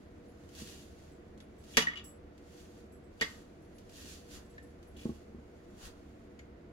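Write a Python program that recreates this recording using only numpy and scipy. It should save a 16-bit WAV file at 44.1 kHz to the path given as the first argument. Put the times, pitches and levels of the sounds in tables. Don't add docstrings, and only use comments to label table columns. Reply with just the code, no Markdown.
import sys
import numpy as np
from scipy import signal
from scipy.fft import rfft, irfft
from scipy.io import wavfile
from scipy.ndimage import uniform_filter1d

SR = 44100
rng = np.random.default_rng(int(sys.argv[2]) if len(sys.argv) > 2 else 0)


def bounce(signal):
    frames = np.transpose(np.atleast_2d(signal))
    limited = np.clip(frames, -1, 1)
    pcm = np.round(limited * 32767).astype(np.int16)
    wavfile.write(sys.argv[1], SR, pcm)


N = 296660
BIN_HZ = np.fft.rfftfreq(N, 1 / SR)
SCENE_S = np.arange(N) / SR
EVENT_N = SR // 2
EVENT_S = np.arange(EVENT_N) / SR

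# (peak time [s], rise [s], fall [s], level [dB])
STROKES = [(.01, .05, 0.064, -76.5), (.603, 0.064, 0.085, -53), (.71, .07, 0.15, -57),
           (1.0, .1, 0.15, -70.5), (1.739, 0.089, 0.13, -58.5), (2.6, 0.16, 0.082, -64.5),
           (2.759, 0.14, 0.11, -70.5), (3.29, 0.098, 0.13, -61), (3.985, 0.061, 0.13, -56.5),
           (4.1, 0.12, 0.1, -55.5), (4.345, 0.057, 0.05, -54), (5.02, 0.059, .18, -63),
           (5.858, 0.062, 0.029, -53.5)]
# (time [s], relative level [dB])
CRUMBS = [(0.49, -49), (0.55, -42), (1.376, -52.5), (1.639, -48), (2.378, -52.5), (3.137, -63),
          (3.783, -46), (3.894, -46), (4.828, -51), (4.969, -47)]
# (time [s], length [s], relative level [dB])
PRESSES = [(0.57, 0.18, -72), (3.964, 0.14, -73), (4.303, 0.133, -52.5), (5.793, 0.12, -49.5)]
# (frequency [Hz], density [dB])
FLOUR_SPECTRUM = [(400, -26.5), (900, -16), (1700, -3.5), (2250, -8), (2550, 0), (4000, -1), (4750, 0),
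                  (5300, -3), (6700, -0.5), (8500, -8), (11300, -7.5), (12800, -13), (16000, -18.5)]
PALM_SPECTRUM = [(20, -5.5), (60, 4), (230, -3), (600, -15.5), (1500, -22), (3000, -39)]
PRESS_SPECTRUM = [(20, -10), (55, 16.5), (130, -43), (600, -22), (1400, -16.5), (2400, -29), (6000, -48)]

# (time [s], level [dB], brightness [Hz], fade [dB/s], bass drive [dB], note lift [dB])
KNOCKS = [(1.7701, -18, 7000, 599, -4, -2), (3.211, -30.5, 4800, -100, -5, 3.5)]
# (delay [s], level [dB], brightness [ratio], note [Hz], note level [dB])
CLATTER = [(0, -0.5, 1.5, 4780, -5), (.0018, -5.5, 0.58, 2940, -1), (.0045, 1, .33, 1905, 4),
           (0.011, 1, 0.65, 2083, -1.5)]
# (time [s], level [dB], brightness [Hz], note [Hz])
TAPS = [(1.403, -55, 8100, 3450), (1.8227, -31, 3200, 2940), (1.8701, -33, 1200, 1880),
        (1.883, -38.5, 1500, 1910), (1.9346, -48, 1700, 2110), (1.957, -47, 2680, 2940),
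        (1.973, -43.5, 2500, 2930), (1.988, -57.5, 2500, 2940), (4.58, -51, 1794, 1796),
        (6.391, -56.5, 7930, 6870), (6.393, -58, 1900, 2150)]
# (time [s], length [s], level [dB])
SLIDES = [(1.733, 0.22, -52), (1.865, 0.091, -56), (1.952, 0.052, -49), (3.194, .03, -50.5),
          (4.961, .08, -60)]
# (frequency [Hz], gain [dB])
SLIDE_DRIVE = [(500, -29.5), (1900, -14.5), (2500, 11.5), (4000, -1), (7000, -14), (12000, -18)]
# (time [s], relative level [dB], tilt to upper modes [dB])
TINKLES = [(.28, -70, 14), (1.113, -68, -8), (1.402, -66, 6), (1.581, -63, -5), (2.04, -45.5, -2),
           (2.08, -56.5, 9), (2.919, -60.5, 4), (3.037, -69, -9), (3.619, -69, 9), (3.743, -70, 18),
           (4.445, -67, -6.5), (4.494, -63.5, -1), (4.624, -62.5, 3), (4.69, -73, 4), (4.869, -63.5, 8)]
# (time [s], level [dB], brightness [Hz], rebound [dB])
BUMPS = [(.62, -39, 380, -24), (4.047, -45.5, 300, -19), (4.971, -33, 100, -16), (5.0548, -27, 456, -3.5),
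         (5.346, -39.5, 320, -2.5)]
# (frequency [Hz], density [dB])
CRACK_SPECTRUM = [(25, -52), (60, -36.5), (110, -21.5), (160, 1), (250, 6.5), (500, 10.5), (760, 2.5),
                  (1200, 2.5), (2000, 5), (3500, 4.5), (7000, 1.5), (8500, -7.5), (11000, -4), (16000, -14)]
TICK_SPECTRUM = [(2000, -29), (6000, 6.5), (7800, -3), (9000, -26.5), (10800, -4), (13000, 2),
                 (16000, -3)]
# (frequency [Hz], level [dB], t60 [s])
BOWL_MODES = [(169, -10.5, 0.27), (235, 4, 0.098), (446, -4, 0.11), (1148, -10, 0.24), (1900, -2.5, .12),
              (2063, -3, 0.02), (2370, -5, 0.066), (2828, -15, 0.057), (2940, -5, 0.088),
              (3364, -4.5, 0.11), (3710, -8, 0.11), (4390, -10, 0.033), (4800, -6.5, 0.064),
              (5700, -12, 0.0097), (6000, -2.5, 0.061), (6950, -2, 0.032), (7190, -5, 0.05),
              (10820, -9.5, .03), (13000, -21, 0.045)]
BANGLE_MODES = [(5370, -15, .2), (7735, -3, .15), (7850, -5, .13), (9960, -13, .12), (10400, -13, .14),
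                (10730, -8, .14), (10925, -3, .17), (11070, -7, .16), (12510, -16, .14), (15320, -21, .12)]
BASE_MODES = [(77, -13.5, 0.24), (167, 0.5, 0.061), (229.7, 11, 0.042), (297, 7, 0.037), (345, -4.5, 0.077),
              (448, -14.5, 0.17), (843, -13, 0.14), (1102, -4, 0.055)]

# (frequency [Hz], density [dB])
RUMBLE_SPECTRUM = [(12, -32), (20, -10.5), (76, 2.5), (124, -7.5), (221, -2.5), (242, -5), (301, -6),
                   (373, -2), (409, -10), (481, -4.5), (517, -12.5), (545, -12), (665, -9.5), (826, -20),
                   (1500, -24), (1950, -59), (3300, -120)]
HISS_SPECTRUM = [(700, -18), (1500, 2), (2000, 2), (3000, -6.5), (5000, -14), (9000, -30.5), (16000, -31)]
# (frequency [Hz], level [dB])
HUM_TONES = [(72, -67.5), (218, -74), (293, -65.5), (360, -75), (483, -68)]
# (frequency [Hz], t60 [s])
ROOM_DECAY = [(100, 0.19), (500, 0.096), (1200, 0.84), (2000, 0.25), (3000, 0.37), (7000, 0.26),
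              (15000, 0.24)]
# (frequency [Hz], correlation [ratio])
COHERENCE = [(50, 0.88), (150, 1), (300, 0.96), (600, 0.051), (1100, 0), (16000, 0)]


def flour(slips_per_s=9000, spread_db=1.5, grit_db=0.93, grit_hz=30, slip_db=1, wall_db=-9, palm_db=-7):
    stroke = finger_speed() * amp(grit_db * drift(grit_hz))
    sizes = amp(spread_db * np.minimum(rng.exponential(1, (2, N)), 5))
    sizes *= rng.random((2, N)) < slips_per_s / SR
    slips = unit(colour(sizes * rng.standard_normal((2, N)), FLOUR_SPECTRUM))
    palm = unit(colour(diffuse_noise(N), PALM_SPECTRUM))
    wall = unit(convolve(slips, ring(BOWL_MODES, np.ones(len(BOWL_MODES)))))
    return stroke * (amp(slip_db) * slips + amp(wall_db) * wall + amp(palm_db) * palm)


def finger_speed(drop_db=11, roundness=1.5, squeeze_db=-21.5, squeeze_s=0.57, rest_db=-85):
    power = amp(rest_db) ** 2
    for peak_s, rise_s, fall_s, db in STROKES:
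        sweep = np.maximum((peak_s - SCENE_S) / rise_s, (SCENE_S - peak_s) / fall_s)
        squeeze = abs(SCENE_S - peak_s) / squeeze_s
        power += amp(db - drop_db * sweep ** roundness) ** 2
        power += amp(db + squeeze_db - drop_db * squeeze ** roundness) ** 2
    return np.sqrt(power)


def crumbs(t60_s=0.051, gain_db=-4):
    out = np.zeros((2, N))
    for time_s, db in CRUMBS:
        add(out, time_s, amp(db + gain_db) * burst(t60_s))
    return colour(out, FLOUR_SPECTRUM)


def presses(gain_db=-2):
    out = np.zeros((2, N))
    for time_s, length_s, db in PRESSES:
        rub = unit(colour(diffuse_noise(EVENT_N), PRESS_SPECTRUM))
        add(out, time_s, amp(db + gain_db) * rub * swell(length_s))
    return out


def rim_contact(bright_hz, bass_db, note_hz, note_db, crack_db=2, snap_db=12, ring_db=-8, split=0.013):
    mode_hz = np.array(BOWL_MODES)[:, 0]
    drive = [(500, bass_db), (1600, 0)]
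    modes = ring(BOWL_MODES, soften(mode_hz, bright_hz) * amp(lookup(drive, mode_hz)))
    note_t60_s = 0.072
    beating_pair = [(hz, note_db, note_t60_s) for hz in (note_hz, note_hz * (1 + split))]
    note = ring(beating_pair, weights=[0.8, 0.35])
    crack = burst(t60_s=0.054) + amp(snap_db) * (EVENT_S == 0)
    crack = colour(colour(crack, CRACK_SPECTRUM), drive)
    lowpass = signal.butter(1, bright_hz, fs=SR)
    return amp(ring_db) * modes + note + amp(crack_db) * signal.lfilter(*lowpass, crack)


def knocks():
    out = np.zeros((2, N))
    for time_s, db, bright_hz, fade_db_per_s, bass_db, lift_db in KNOCKS:
        for delay_s, contact_db, bright_ratio, note_hz, note_db in CLATTER:
            hit = rim_contact(bright_hz * bright_ratio, bass_db, note_hz, note_db + lift_db)
            add(out, time_s + delay_s, amp(db + contact_db - fade_db_per_s * delay_s) * hit)
    return out


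def taps(bass_db=-10.5, reference_hz=4800):
    out = np.zeros((2, N))
    for time_s, db, bright_hz, note_hz in TAPS:
        note_db = 20 * np.log10(reference_hz / bright_hz)
        add(out, time_s, amp(db) * rim_contact(bright_hz, bass_db, note_hz, note_db))
    return out


def slides(slips_per_s=450, damping_t60_s=0.045):
    out = np.zeros((2, N))
    mode_hz = np.array(BOWL_MODES)[:, 0]
    wall = ring(BOWL_MODES, amp(lookup(SLIDE_DRIVE, mode_hz))) * decay(damping_t60_s)
    for time_s, length_s, db in SLIDES:
        scrape = unit(convolve(wall, impulses(slips_per_s, channels=1)))
        add(out, time_s, amp(db) * scrape * swell(length_s))
    return out


def tinkles(gain_db=-2, tick_db=-7, contacts_per_s=900, graze_s=0.0019, free_db=-41):
    out = np.zeros((2, N))
    mode_hz = np.array(BANGLE_MODES)[:, 0]
    for time_s, db, tilt_db in TINKLES:
        tilt = amp(lookup([(7800, -tilt_db / 2), (10800, tilt_db / 2)], mode_hz))
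        damping_db_per_s = 10 * max(free_db - db, 0)
        modes = ring(BANGLE_MODES, tilt) * amp(-damping_db_per_s * EVENT_S)
        chatter = impulses(contacts_per_s, channels=2) * decay(t60_s=0.16)
        chatter[:, 0] = 2
        chatter /= np.linalg.norm(chatter, axis=1, keepdims=True)
        jingle = convolve(modes, chatter)
        tick = amp(tick_db) * colour(burst(t60_s=0.11), TICK_SPECTRUM)
        add(out, time_s, amp(db + gain_db) * (jingle + tick) * attack(graze_s))
    return out


def bumps(thud_db=3, thud_t60_s=0.073, rebound_s=0.038, rise_s=0.0024):
    out = np.zeros((2, N))
    mode_hz = np.array(BASE_MODES)[:, 0]
    for time_s, db, bright_hz, rebound_db in BUMPS:
        lowpass = signal.butter(2, bright_hz, fs=SR)
        for delay_s, contact_db in ((0, 0), (rebound_s, rebound_db)):
            thud = amp(thud_db) * signal.lfilter(*lowpass, burst(thud_t60_s))
            modes = ring(BASE_MODES, soften(mode_hz, bright_hz) ** 2)
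            add(out, time_s + delay_s, amp(db + contact_db) * attack(rise_s) * (modes + thud))
    return out


def room(x, early_db=7, early_t60_s=0.26, gap_s=0.003):
    hz, frame_s, bands = signal.stft(diffuse_noise(EVENT_N), SR, nperseg=256)
    bands = bands * amp(-60 * frame_s / lookup(ROOM_DECAY, hz)[:, None])
    tail = signal.istft(bands, SR, nperseg=256)[1][:, :EVENT_N]
    arrived = EVENT_S > gap_s
    spectrum = rfft(tail * arrived * (1 + amp(early_db) * decay(early_t60_s)), SR)
    spectrum /= np.sqrt(uniform_filter1d(abs(spectrum) ** 2, size=70, axis=1) + 1e-12)
    tail = irfft(spectrum, SR)[:, :EVENT_N] * arrived
    return convolve(x, tail / np.linalg.norm(tail[0]))


def background(rumble_db=-54.1, hiss_db=-70.5, waver_hz=4.4, flutter_hz=13):
    out = amp(rumble_db) * unit(colour(diffuse_noise(N), RUMBLE_SPECTRUM))
    out += amp(hiss_db) * unit(colour(diffuse_noise(N), HISS_SPECTRUM))
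    for hz, db in HUM_TONES:
        tone = np.sin(2 * np.pi * hz * SCENE_S + drift(waver_hz))
        out += amp(db) * unit(tone * (1 + 0.29 * drift(flutter_hz)))
    return out


def ring(modes, weights, spread_rad=0.87, rise_s=0.00054):
    out = np.zeros((2, EVENT_N))
    for (hz, db, t60_s), weight in zip(modes, weights):
        phase_rad = spread_rad * min(hz / 3000, 1) * rng.uniform(-1, 1) * np.array([[1], [-1]])
        out += weight * amp(db) * decay(t60_s) * np.sin(2 * np.pi * hz * EVENT_S + phase_rad)
    return out * attack(rise_s)


def soften(hz, bright_hz):
    return 1 / np.sqrt(1 + (hz / bright_hz) ** 2)


def burst(t60_s):
    return diffuse_noise(EVENT_N) * decay(t60_s)


def impulses(per_s, channels):
    return rng.standard_normal((channels, EVENT_N)) * (rng.random(EVENT_N) < per_s / SR)


def diffuse_noise(size):
    coherence = lookup(COHERENCE, np.fft.rfftfreq(size, 1 / SR))
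    mid, side = rfft(rng.standard_normal((2, size))) * np.sqrt([(1 + coherence) / 2, (1 - coherence) / 2])
    return irfft(np.array([mid + side, mid - side]), size)


def drift(width_hz):
    return unit(irfft(rfft(rng.standard_normal(N)) * np.exp(-(BIN_HZ / width_hz) ** 2), N))


def colour(x, spectrum):
    log_gain = np.log(amp(lookup(spectrum, abs(np.fft.fftfreq(2048, 1 / SR)))))
    response = np.fft.ifft(np.exp(np.conj(signal.hilbert(log_gain)))).real
    return convolve(x, response[None])


def convolve(x, response):
    return signal.fftconvolve(x, response, axes=1)[:, :x.shape[1]]


def attack(rise_s):
    return 1 - np.exp(-EVENT_S / rise_s)


def decay(t60_s):
    return amp(-60 * EVENT_S / t60_s)


def swell(length_s):
    return np.sqrt(np.maximum(1 - (2 * EVENT_S / length_s - 1) ** 2, 0))


def lookup(table, hz):
    table_hz, values = np.transpose(table)
    return np.interp(np.log(hz + 1), np.log(table_hz + 1), values)


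def add(mix, time_s, sound):
    part = mix[:, round(time_s * SR):][:, :sound.shape[-1]]
    part += sound[..., :part.shape[-1]]


def amp(db):
    return 10 ** (np.asarray(db) / 20)


def unit(x):
    return x / np.sqrt(np.mean(x ** 2) + 1e-20)


def scene():
    # (sound, room send [dB])
    sources = [(knocks(), -5), (taps(), -8), (slides(), -3), (bumps(), -10), (tinkles(), -5),
               (flour() + crumbs() + presses(), -4)]
    direct = sum(sound for sound, _ in sources)
    send = sum(amp(send_db) * sound for sound, send_db in sources)
    return direct + room(send) + background()


def record(dry, right_db=0.87, right_lag_s=0.00025, cutoff_hz=15900):
    right = irfft(rfft(dry[1]) * np.exp(-2j * np.pi * BIN_HZ * right_lag_s), N)
    pair = np.array([dry[0], right]) * amp([[-right_db / 2], [right_db / 2]])
    lowpass = signal.firwin(511, cutoff_hz, window=("kaiser", 9), fs=SR)
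    return signal.oaconvolve(pair, lowpass[None], "same")


dry = scene()
out = record(dry)
bounce(out)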